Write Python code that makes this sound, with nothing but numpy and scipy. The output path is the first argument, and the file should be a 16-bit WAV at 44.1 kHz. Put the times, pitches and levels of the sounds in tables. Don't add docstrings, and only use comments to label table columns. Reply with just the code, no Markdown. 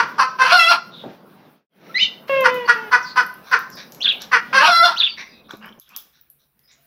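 import sys
import numpy as np
from scipy import signal
from scipy.io import wavfile
from scipy.ndimage import uniform_filter1d, minimum_filter1d

SR = 44100
rng = np.random.default_rng(int(sys.argv[2]) if len(sys.argv) > 2 else 0)


def ratio(d):
    e = np.asarray(d, float) / 20
    return 10 ** e


def generate_wav(signal):
    frames = np.transpose(np.atleast_2d(signal))
    scaled = np.clip(frames, -1, 1) * 32767
    pcm = np.round(scaled).astype(np.int16)
    wavfile.write(sys.argv[1], SR, pcm)


N = 302526


def evened(x, size=None):
    power = np.mean(x ** 2) if size is None else uniform_filter1d(x ** 2, size)
    return x / np.sqrt(abs(power) + 1e-20)


def read(points, hz):
    f, value = np.transpose(points)
    return np.interp(np.log(hz + 1), np.log(f + 1), value)


def unroll(rows):
    s, *columns = np.transpose(rows)
    t = np.arange(s[0], s[-1], 1 / SR)
    return t, [np.interp(t, s, c) for c in columns]


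def add(mix, s, sound):
    at = round(s * SR)
    sound = sound[max(-at, 0):]
    part = mix[max(at, 0):][:len(sound)]
    part += sound[:len(part)]


def resonate(x, hz, width):
    turn = np.exp(2j * np.pi * np.cumsum(hz * np.ones(len(x))) / SR)
    r = np.exp(-np.pi * width / SR)
    once = signal.lfilter([1 - r], [1, -r], x / turn + 1e-18)
    return 2 * (turn * signal.lfilter([1 - r], [1, -r], once)).real


def drift(n, size):
    return evened(uniform_filter1d(uniform_filter1d(rng.standard_normal(n), size), size))


def high_pass(x, order, hz):
    return signal.sosfilt(signal.butter(order, hz, "high", fs=SR, output="sos"), x)


def low_pass(x, order, hz):
    return signal.sosfilt(signal.butter(order, hz, fs=SR, output="sos"), x)


# from_s, rumble_db, wash_db, hiss_db
YARD = [
    (0, -45.5, -53.5, -64.5),
    (2.276, -50, -58.5, -63.5),
    (5.794, -70.5, -63.5, -68),
]


def yard_spot():
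    return np.searchsorted(np.transpose(YARD)[0], np.arange(N) / SR, "right") - 1


# freq_hz, density_db
RUMBLE = [(59, -52.5), (100, -19.5), (194, -2), (259, -11), (580, -12.5), (1600, -23.5), (2080, -63),
          (3520, -120)]
# freq_hz, density_db
WASH = [(410, -38.5), (700, -18.5), (1500, -2.5), (2980, -7.5), (5600, -16), (7080, -30.5), (8000, -41),
        (10400, -80.5)]
# freq_hz, density_db
HISS = [(5000, -44), (8500, -9), (12100, -2.5), (15300, 4), (16000, -4.5), (16300, -10.5), (16500, -77)]
# time_s, level_db
BUSTLE = [(0, 4), (.8, -4), (1.1, 0), (1.25, -4), (1.55, -2.5), (1.9, -2), (2.272, -5), (2.282, 7),
          (2.6, 4.5), (3.3, -0.5), (4, -1.5), (4.6, 4), (5.3, -9.5), (5.79, -5), (5.805, -23),
          (5.881, -0.5), (6.05, -2), (6.28, -6.5), (6.55, -7), (6.86, -3)]


def yard():
    _, *levels_db = np.transpose(YARD)
    spot = yard_spot()
    bustle_db = np.interp(np.arange(N) / SR, *np.transpose(BUSTLE))
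    bustle_shares = (1, 2.3, 0.76)
    gusts_db = (1.5, 1.2, 3)
    frames, hz = N // 256 + 5, np.fft.rfftfreq(1024, 1 / SR)
    out = ratio(-77.5) * evened(resonate(rng.standard_normal(N), hz=140, width=30))
    for shape, level_db, share, gust_db in zip((RUMBLE, WASH, HISS), levels_db, bustle_shares, gusts_db):
        a, b, patches = rng.standard_normal((frames, 513, 3)).T
        patches = evened(uniform_filter1d(uniform_filter1d(patches, 10, 0), 10, 1))
        colour_db = read(shape, hz)[:, None] + 2 * patches + gust_db * drift(frames, size=8)
        layer = signal.istft((a + 1j * b) * ratio(colour_db), nperseg=1024, noverlap=768)[1][:N]
        out = out + evened(layer) * ratio(level_db[spot] + share * bustle_db)
    return out


HOARSE = {"cluck": [(0, .36), (.2, .26), (.45, .14), (.7, .13), (1, .26)], "run-up": [(0, .3), (.18, .07),
          (.42, .08), (.58, .18), (1, .24)], "squawk": [(0, .18), (.08, .09), (.22, .03), (.63, .012),
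          (.76, .08), (.84, .5), (1, .6)]}
# freq_hz, width_hz, level_db
THROAT = [
    [(427, 600, -9.5), (747, 180, -10.5), (1044.5, 286, 7.5), (1396, 504, 8.5), (1747, 833, 4)],
    [(2612, 1500, 3.5), (3900, 140, -14), (2566, 830, 4)],
    [(4410, 810, -0.082), (5030, 530, -0.62), (5775, 450, -1)],
]


def hen(rows, kind, neck, turn=1):
    t, (effort_db, hz, gape, shrill_db) = unroll(rows)
    s, *posture = np.transpose(neck)
    stretch, chest_db, split = (np.interp(t, s, c) for c in posture)
    octaves = np.log2(hz / 497)

    middle_shut_db, middle_wide_db = -18.5, 8
    upper_shut_db, upper_wide_db, upper_db_per_octave = -19, -11, 17.5
    middle_db = middle_shut_db + (middle_wide_db - middle_shut_db) * gape
    upper_db = upper_shut_db + (upper_wide_db - upper_shut_db) * gape
    upper_db = upper_db + upper_db_per_octave * octaves + shrill_db
    reach_low, reach_per_octave = (1.0045, .93, 1.024), (-0.22, 0.33, -0.14)
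    postures = (stretch, turn, 1)
    reach = [(low + slope * octaves) * more for low, slope, more in zip(reach_low, reach_per_octave, postures)]

    noisy = np.interp(np.linspace(0, 1, len(t)), *np.transpose(HOARSE[kind]))
    noisy = np.clip(noisy * (2.5 + 0.035 * (effort_db.max() - effort_db)), 0, .8)
    jitter = .06 * noisy * drift(len(t), size=60) + .05 * noisy * drift(len(t), size=400)
    turns = np.cumsum(hz * (1 + jitter)) / SR
    pulses = np.zeros(len(t))
    for k in range(1, 23):
        flutter = ratio(2.2 * drift(len(t), size=500))
        pulses += flutter * np.cos(2 * np.pi * k * turns + 0.13 * k * k)
    pulses *= 1 + np.clip(split + .5 * noisy, 0, 2) * np.cos(np.pi * turns)
    puffs = (.3 + np.exp(-(turns % 1) / 0.66)) * rng.standard_normal(len(t))
    pulses, puffs = evened(pulses), evened(puffs)

    drives, bands = [], []
    for more, band, beak in zip((.6, 1.1, 1.6), THROAT, reach):
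        share = np.minimum(noisy * more, .9)
        drive = (1 - share) * pulses + share * puffs
        ringing = sum((-1) ** k * ratio(db) * resonate(drive, f * beak, w) for k, (f, w, db) in enumerate(band))
        drives.append(drive)
        bands.append(evened(ringing, size=900))
    low, middle, upper = bands
    upper = low_pass(upper, 6, 6300)
    air = resonate(drives[-1], 8600, 5500) + ratio(-13) * resonate(drives[-1], 13500, 4500)
    air = ratio(-17.5) * evened(air)

    voice = low + ratio(chest_db) * np.cos(2 * np.pi * turns)
    voice = voice + ratio(middle_db) * middle + ratio(upper_db) * (upper + air)
    voice = voice - np.clip(0.1 - 2 * octaves, 0, 1) * resonate(voice, 3950.5, 599.5)
    voice = high_pass(voice, 2, 200)
    return t[0], ratio(effort_db) * voice * signal.windows.tukey(len(t), .015 * SR / len(t))


# peak_s, effort_db, pitch_hz, fall_s, low_band_factor
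CLUCKS = [
    (-.004, -5, 512.7, 0.022, 0.99),
    (0.201, -5, 532.3, 0.037, 0.91),
    (2.458, -7.5, 487.2, 0.022, 0.99),
    (2.696, -7.5, 480.8, 0.025, 0.98),
    (2.933, -8.5, 490.2, 0.032, 0.97),
    (3.178, -9.5, 508.8, 0.038, 0.93),
    (3.533, -9, 487, 0.024, 0.99),
    (4.335, -9, 497.6, 0.043, 1.066),
]


def cluck(s, effort_db, hz, fall, stretch):
    rise_s, rise_db, fall_db = .017, -14, -11
    lead_s, lead_db = .007, -13.5
    start_hz, end_factor = hz * 1.07, 0.9
    gape_end = 0.064
    rows = [(s - rise_s - lead_s, effort_db + rise_db + lead_db, start_hz, 0, 0),
            (s - rise_s, effort_db + rise_db, start_hz, 0, 0),
            (s, effort_db, hz, 0, 0),
            (s + 0.61 * fall, effort_db - 3.5, hz * (1 + end_factor) / 2, 0, 0),
            (s + fall, effort_db + fall_db, hz * end_factor, gape_end, 0)]
    chest_db, split = -26, 0.22
    return hen(rows, "cluck", [(s, stretch, chest_db, split)])


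# time_s, effort_db, pitch_hz, gape (0-1), shrillness_db
RUN_UPS = [
    [(.383, -29.5, 515.6, 0.5, 2), (.4, -9.5, 524.6, 0, -4.5), (.423, -0.5, 520.2, 0, -6.5),
     (.45, -15, 510, 0.46, -3), (.467, -9.5, 509, 0.3, -0.5), (.49, -15.5, 511.3, 0.45, -1),
     (.519, -9.5, 538, 0.66, 1)],
    [(4.525, -21, 488, 0.36, -5), (4.55, -10, 538.3, 0.17, -2), (4.58, -8, 522.7, 0.3, -0.5),
     (4.6, -20.5, 524, 0.4, 4), (4.616, -13, 602, 0.4, -4.5), (4.632, -12.5, 613, 0.37, -8),
     (4.655, -11.5, 626.4, 0.54, -5), (4.685, -17.5, 630, 0.74, 4)],
]
# time_s, effort_db, pitch_hz, gape (0-1), shrillness_db
SQUAWKS = [
    [(.515, -6, 714, 0.56, -1.5), (.556, -8, 718, 0.23, -5), (.582, -7.5, 688, 0.06, 1),
     (.598, -16, 667.6, 1, -5.5), (.648, -18.5, 665, 1, -6.5), (.678, -20, 678, 0.95, -1),
     (.7, -5, 704.4, 0, 0.5), (.718, -9.5, 716, 0.58, -3.5), (.77, -24.5, 634, 0.1, -2.5)],
    [(4.675, -13, 715, 0.5, -6.5), (4.706, -15.5, 720.2, 0, -3.5), (4.724, -14.5, 672.7, 0.3, 0.5),
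     (4.78, -13, 678, .05, -3), (4.822, -10.5, 672, 0.03, -5), (4.838, -10, 721, 0.25, -8),
     (4.858, -12, 697.8, 0.62, -2), (4.885, -20.5, 682, 0, -1.5), (4.93, -28.5, 605, 0.5, 0)],
]
# time_s, low_band_factor, chest_tone_db, strong_weak_pulses (0-2)
NECKS = [
    [(.38, 0.97, -19, 0.066), (.46, 0.89, -24, 0.055), (.51, 0.99, -15.5, 0.24), (.55, 0.9, -6, 0.058),
     (.59, 1.1, -9, 0.021), (.66, 0.94, -7.5, .01), (.7, 1.01, -17.5, 0.039), (.735, 0.89, -21.5, 0.39)],
    [(4.52, 1.02, -16, 0.33), (4.56, 1.02, -14, .1), (4.61, 1.15, -10.5, 0.074), (4.635, .92, -10, 1.1),
     (4.665, 0.84, -19, 0.94), (4.69, 0.96, 1, 0.054), (4.75, 1.01, -13, 0.009), (4.85, 0.96, -8.5, 0.027),
     (4.89, 0.9, -22, 0.47)],
]


def squawks(mix):
    for run_up, cry, neck, turn in zip(RUN_UPS, SQUAWKS, NECKS, (0.91, 1.21)):
        add(mix, *hen(run_up, "run-up", neck))
        add(mix, *hen(cry, "squawk", neck, turn))


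# time_s, peak_db, pitch_hz, t60_s
THUDS = [
    (0.891, -46, 950, 0.045),
    (1.036, -21, 525, 0.15),
    (1.058, -24.5, 229.4, 0.39),
    (5.507, -24, 1414, 0.027),
    (5.535, -25, 300, 0.068),
]
# time_s, peak_db, pitch_hz, t60_s
PINGS = [
    (5.507, -25.5, 3470, 0.024),
    (5.534, -32, 3750, 0.025),
    (5.689, -33.5, 3040, 0.027),
    (5.724, -35, 3160, 0.035),
    (5.79, -48.5, 6240, 0.032),
    (5.815, -41.5, 3760, 0.038),
    (5.972, -49, 4100, 0.046),
]


def thud(s, db, hz, t60):
    t = np.arange(9000) / SR
    puff = evened(resonate(rng.standard_normal(len(t)), hz, 440))
    return s, ratio(db - 8.5 - 60 * t / np.clip(t60, .03, .3)) * puff * np.minimum(t / 0.0011, 1)


# time_s, length_s, start_hz, end_hz, level_db
TWITTER = [(.9, 0.16, 3820, 3470, -44), (3.02, 0.041, 5900, 5000, -47), (3.04, 0.1, 4750, 4300, -41),
           (3.7, 0.13, 5700, 4400, -48), (5.3, .13, 3950, 3800, -59), (5.43, .06, 3700, 3570, -61),
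           (5.6, .1, 2750, 3000, -54), (5.61, 0.11, 4580, 5700, -65.5), (5.8, .1, 3580, 3290, -64),
           (5.885, .08, 2500, 2700, -58), (5.93, 0.089, 3300, 3500, -52), (6.709, .046, 7000, 6770, -64)]
# time_s, length_s, start_hz,
# end_hz, level_db
FAR = [(1.7, 0.045, 3250, 3140, -58), (1.888, 0.036, 1270, 1370, -46.5), (1.974, .035, 4800, 5100, -33),
       (2.65, 0.023, 4457, 4600, -44), (5.075, 0.075, 4680, 4580, -39), (5.27, 0.1, 4900, 4800, -59),
       (5.3, .15, 2600, 2560, -60), (5.31, 0.11, 266, 178.3, -59), (5.5, 0.3, 202, 227, -54.5),
       (5.9, 0.1, 224, 216, -67.5), (6.62, 0.12, 5100, 5000, -66), (6.753, 0.13, 698, 670.4, -74)]


def far_bird(s, length, start_hz, end_hz, db, blur):
    n = round(length * SR)
    tone = resonate(rng.standard_normal(n), np.geomspace(start_hz, end_hz, n), blur * start_hz)
    return s, ratio(db) * evened(tone) * signal.windows.tukey(n, .6)


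# time_s, length_s, level_db, upper_band_db, mouth_hz
PANTS = [(1.737, 0.46, -57, -4, 2260), (3.431, 0.25, -46.5, -3.5, 1340), (3.762, 0.099, -43.5, -1, 1740),
         (4.198, 0.074, -48.5, 6.5, 1590), (5.166, 0.092, -36.5, -7.5, 2020),
         (5.481, 0.098, -45.5, -9, 1290), (5.605, 0.12, -44, -36, 1520), (5.886, 0.16, -56.5, -17, 1230),
         (6.123, 0.11, -70, 6, 1730), (6.383, 0.1, -79, 9, 1397), (6.673, 0.11, -64, 3.5, 2094)]


def pant(s, length, db, upper_db, hz):
    u = np.linspace(0, 1, round(length * SR))
    air = rng.standard_normal(len(u)) * (1 + 0.33 * drift(len(u), size=80))
    low = evened(resonate(air, hz, 830) + 0.27 * resonate(air, 1200, 330) + 0.45 * resonate(air, 2200, 450))
    upper = evened(resonate(air, 3780, 810) - 0.54 * resonate(air, 5680, 890))
    return s, ratio(db) * (low + ratio(upper_db) * upper) * np.sin(np.pi * u ** .7) ** 1.5


def whistle(hz, depth, beat_hz, overtone_db, uneven):
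    phase = 2 * np.pi * np.cumsum(hz * (1 + 0.0065 * depth * drift(len(hz), size=40))) / SR
    beat = np.cos(2 * np.pi * np.cumsum(beat_hz * (1 + uneven * drift(len(hz), size=300))) / SR)
    tone = np.sin(phase) + ratio(overtone_db) * (np.sin(2 * phase) + 0.068 * np.sin(3 * phase))
    return np.sqrt(2) * tone * (1 + depth * beat) * signal.windows.tukey(len(hz), .06)


# time_s, pitch_hz, level_db, second_membrane_depth (0-1)
SQUEAK = [
    (1.941, 1810, -35, 0),
    (1.957, 2004, -19, 0.11),
    (1.974, 2052, -19, 0),
    (1.987, 2385, -24.5, 0.25),
    (1.998, 2700, -21.5, 0.4),
    (2.002, 2887, -19, 0.7),
    (2.03, 3085, -14.5, .95),
    (2.055, 2804, -25, 1),
    (2.068, 2730, -34.5, 0.7),
]


def chick(rows):
    t, (hz, db, depth) = unroll(rows)
    overtone_db = np.maximum(-3 - 55 * depth, -26)
    voice = whistle(hz, depth, beat_hz=693, overtone_db=overtone_db, uneven=0.032)
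    voice -= 0.75 * depth * resonate(voice, hz - 710, 500)
    rasp = ratio(-13.5) * (0.18 + depth) * evened(resonate(rng.standard_normal(len(t)), 1.4 * hz, 1400))
    return t[0], ratio(db) * low_pass(voice + rasp, 4, 6600)


# time_s, peak_db, top_band_db, low_band_db
TICKS = [(2.273, -51, -10, -1), (2.4078, -23.5, -5, -5), (2.5433, -24, -9, -6), (3.233, -36, -5, -4),
         (3.265, -28, -31, -21), (3.3029, -53, -6, -8), (3.3408, -32, -31, -28), (3.5132, -33.5, 1, -1),
         (3.59, -27.5, 2, -6), (3.701, -34, -13, -1), (3.755, -32, -8, -19), (3.921, -31, -23, 2.5),
         (3.947, -29, -28, -3), (4.219, -26, -12, 2), (5.51, -39.5, 0, 6.5), (5.5697, -40, -26, -4),
         (5.658, -40, 2, -13), (5.798, -28, -9, -11), (5.891, -38, -12, -0.5), (5.9632, -20.5, 5, -1.5),
         (5.9718, -19, -14, -24), (6.2124, -45, 12, -14), (6.3001, -28, -25.5, -33),
         (6.592, -43.5, -12, -7.5)]


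def tick(s, db, top_db, low_db):
    t = np.arange(9000) / SR
    noise = rng.standard_normal(len(t))
    bright = evened(resonate(noise, 12010, 1800))
    top = evened(resonate(noise, 15110, 1200))
    dull = evened(resonate(noise, 5460, 3900))
    colour = bright - ratio(top_db) * top + ratio(min(low_db, 12)) * dull
    for hz in (10300, 13800):
        colour = colour - .85 * resonate(colour, hz, 700)
    crack, rattle = 1.6 * ratio(-60 * t / 0.0066), 0.12 * ratio(-60 * t / .24)
    return s, ratio(db - 9.5) * colour * (crack + rattle) * np.minimum(t / 0.00063, 1)


# time_s, pitch_hz, level_db
CROW = [
    [(2.294, 548.2, -20), (2.38, 536.7, -18.5), (2.46, 509.7, -19.5), (2.56, 500, -27.5),
     (2.665, 475, -34.5)],
    [(2.755, 447.3, -36.5), (2.83, 444.5, -44), (2.897, 419, -42.5)],
]
# freq_hz, gain_db
CROW_THROAT = [(500, 1), (1050, -4), (1480, -29), (1660, -11), (2100, -10), (2450, -18.5), (2720, -8.5),
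               (3150, -18), (4200, -44.5)]


def rooster(rows):
    t, (hz, db) = unroll(rows)
    turns = np.cumsum(hz * (1 + .002 * drift(len(t), size=300))) / SR
    faded_db = CROW[0][1][2] - db
    partials = np.zeros(len(t))
    for k in range(1, 9):
        partial_db = read(CROW_THROAT, k * hz) + 0.06 * np.log2(k) * faded_db + drift(len(t), size=900)
        partials += ratio(partial_db) * np.cos(2 * np.pi * k * turns)
    return t[0], ratio(db) * partials * signal.windows.tukey(len(t), 0.0031 * SR / len(t))


# time_s, stretch_factor, pitch_factor, level_db, croak_db
CHIRPS = [
    (4.003, 1.0, .995, -13.5, -32.5),
    (4.959, 1, 1.003, -13, -37.5),
]
# from_start_s, pitch_hz, level_db
ARCHES = [
    (0, 2450, -22.5),
    (0.018, 3370, -10),
    (.031, 4600, -10.5),
    (.046, 3503, 1),
    (.056, 3466, 0),
    (.066, 2357, -14),
    (.077, 3400, -2.5),
    (.089, 3764, -2.5),
    (0.123, 2378, -11.5),
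]


def chirp(s, stretch, pitch, db, croak_db):
    t, (hz, shape_db) = unroll(np.array(ARCHES) * [stretch, pitch, 1])
    hz = hz * (1 + .03 * drift(len(t), size=120))
    overtone_db = -24 - 0.033 * (hz - 2586.5) - 120 * t
    tone = whistle(uniform_filter1d(hz, size=120), depth=.8, beat_hz=123.2, overtone_db=overtone_db, uneven=.4)
    fuzz = evened(resonate(rng.standard_normal(len(t)), hz, 490))
    voice = ratio(db + shape_db) * tone + ratio(db + shape_db - 7.5) * fuzz
    add(voice, *far_bird(-0.0018, 0.027, 5200, 6500, db - 29.0, blur=.1))
    add(voice, *far_bird(.03, 0.071, 1700, 1520, croak_db, blur=470 / 1700))
    return s, voice


# freq_hz, t60_s
WALLS = [(250, 0.051), (1000, 0.46), (1400, 0.43), (3000, 0.34), (6000, 0.42), (12000, 0.11)]
# delay_s, level_db
ECHOES = [
    (.004, -8),
    (.009, -8),
    (0.015, -19),
    (0.024, -11.5),
    (0.031, -9.5),
]


def walls(x, tail_db, echo_db=0, smear=.55, smear_s=.009):
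    taps = np.zeros(SR)
    at = np.arange(300, SR - 20, 20)
    taps[at + rng.integers(0, 20, len(at))] = rng.choice([-1., 1.], len(at))
    hz, t, z = signal.stft(taps, SR, nperseg=256)
    tail = signal.istft(z * ratio(-60 * t / read(WALLS, hz)[:, None]), SR, nperseg=256)[1]
    tail = ratio(tail_db) * tail / np.linalg.norm(tail)
    blurred = x * (np.sqrt(1 - smear ** 2) + smear * drift(len(x), size=round(smear_s * SR)))
    early = np.zeros(SR // 10)
    for k, (s, db) in enumerate([(0.00019, 0.0061)] + ECHOES):
        early[round(s * SR)] += (-1) ** k * ratio(db + echo_db * (k > 0))
    return signal.fftconvolve(x, early)[:N] + signal.fftconvolve(blurred, tail)[:N]


def scene():
    fowl, birds, dog = np.zeros((3, N))
    squawks(fowl)
    add(fowl, *chick(SQUEAK))
    for rows in CROW:
        add(dog, *rooster(rows))
    for rows, blur in ((FAR, .045), (TWITTER, .15)):
        for row in rows:
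            add(dog, *far_bird(*row, blur))
    players = ((fowl, cluck, CLUCKS), (birds, chirp, CHIRPS), (dog, pant, PANTS),
               (dog, tick, TICKS), (dog, thud, THUDS), (dog, thud, PINGS))
    for mix, source, rows in players:
        for row in rows:
            add(mix, *source(*row))
    mix = ratio(-3.5) * walls(fowl, tail_db=-12.5)
    mix += ratio(-4.5) * walls(birds, tail_db=-14, echo_db=-3.0, smear=.85, smear_s=.0012)
    mix += walls(dog, tail_db=-10.5, echo_db=-16.5)
    return (mix + yard())[None]


def limit(x):
    room = minimum_filter1d(np.minimum(1.002 / (abs(x) + 1e-9), 1), size=300)
    return np.clip(x * uniform_filter1d(room, size=150), -1, 1)


def fade():
    dark_s, out_s, in_s, after_db = 1.688, 0.23, 0.27, 3
    t = np.arange(N) / SR - dark_s
    out = np.sin(np.pi / 2 * np.clip(-t / out_s, 0, 1))
    back = np.sin(np.pi / 2 * np.clip(t / in_s, 0, 1))
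    return out ** 2.8 + ratio(after_db) * back ** 1.8


def roll_off(x):
    return signal.sosfilt(signal.butter(12, 16900, fs=SR, output="sos"), x)


def record(dry):
    low_cut_hz, edge_hz = 130, 15900
    notched = dry - .9 * resonate(dry[0], hz=8350, width=1200)
    coloured = high_pass(notched, 3, low_cut_hz)
    coloured = signal.oaconvolve(coloured, signal.firwin(255, edge_hz, fs=SR)[None], "same")
    shake_db = -79 + np.array((-3, 7, -4))[yard_spot()]
    shake = ratio(shake_db) * evened(resonate(rng.standard_normal(N), hz=62, width=45))
    return roll_off(limit(coloured + shake) * fade())


dry = scene()
out = record(dry)
generate_wav(out)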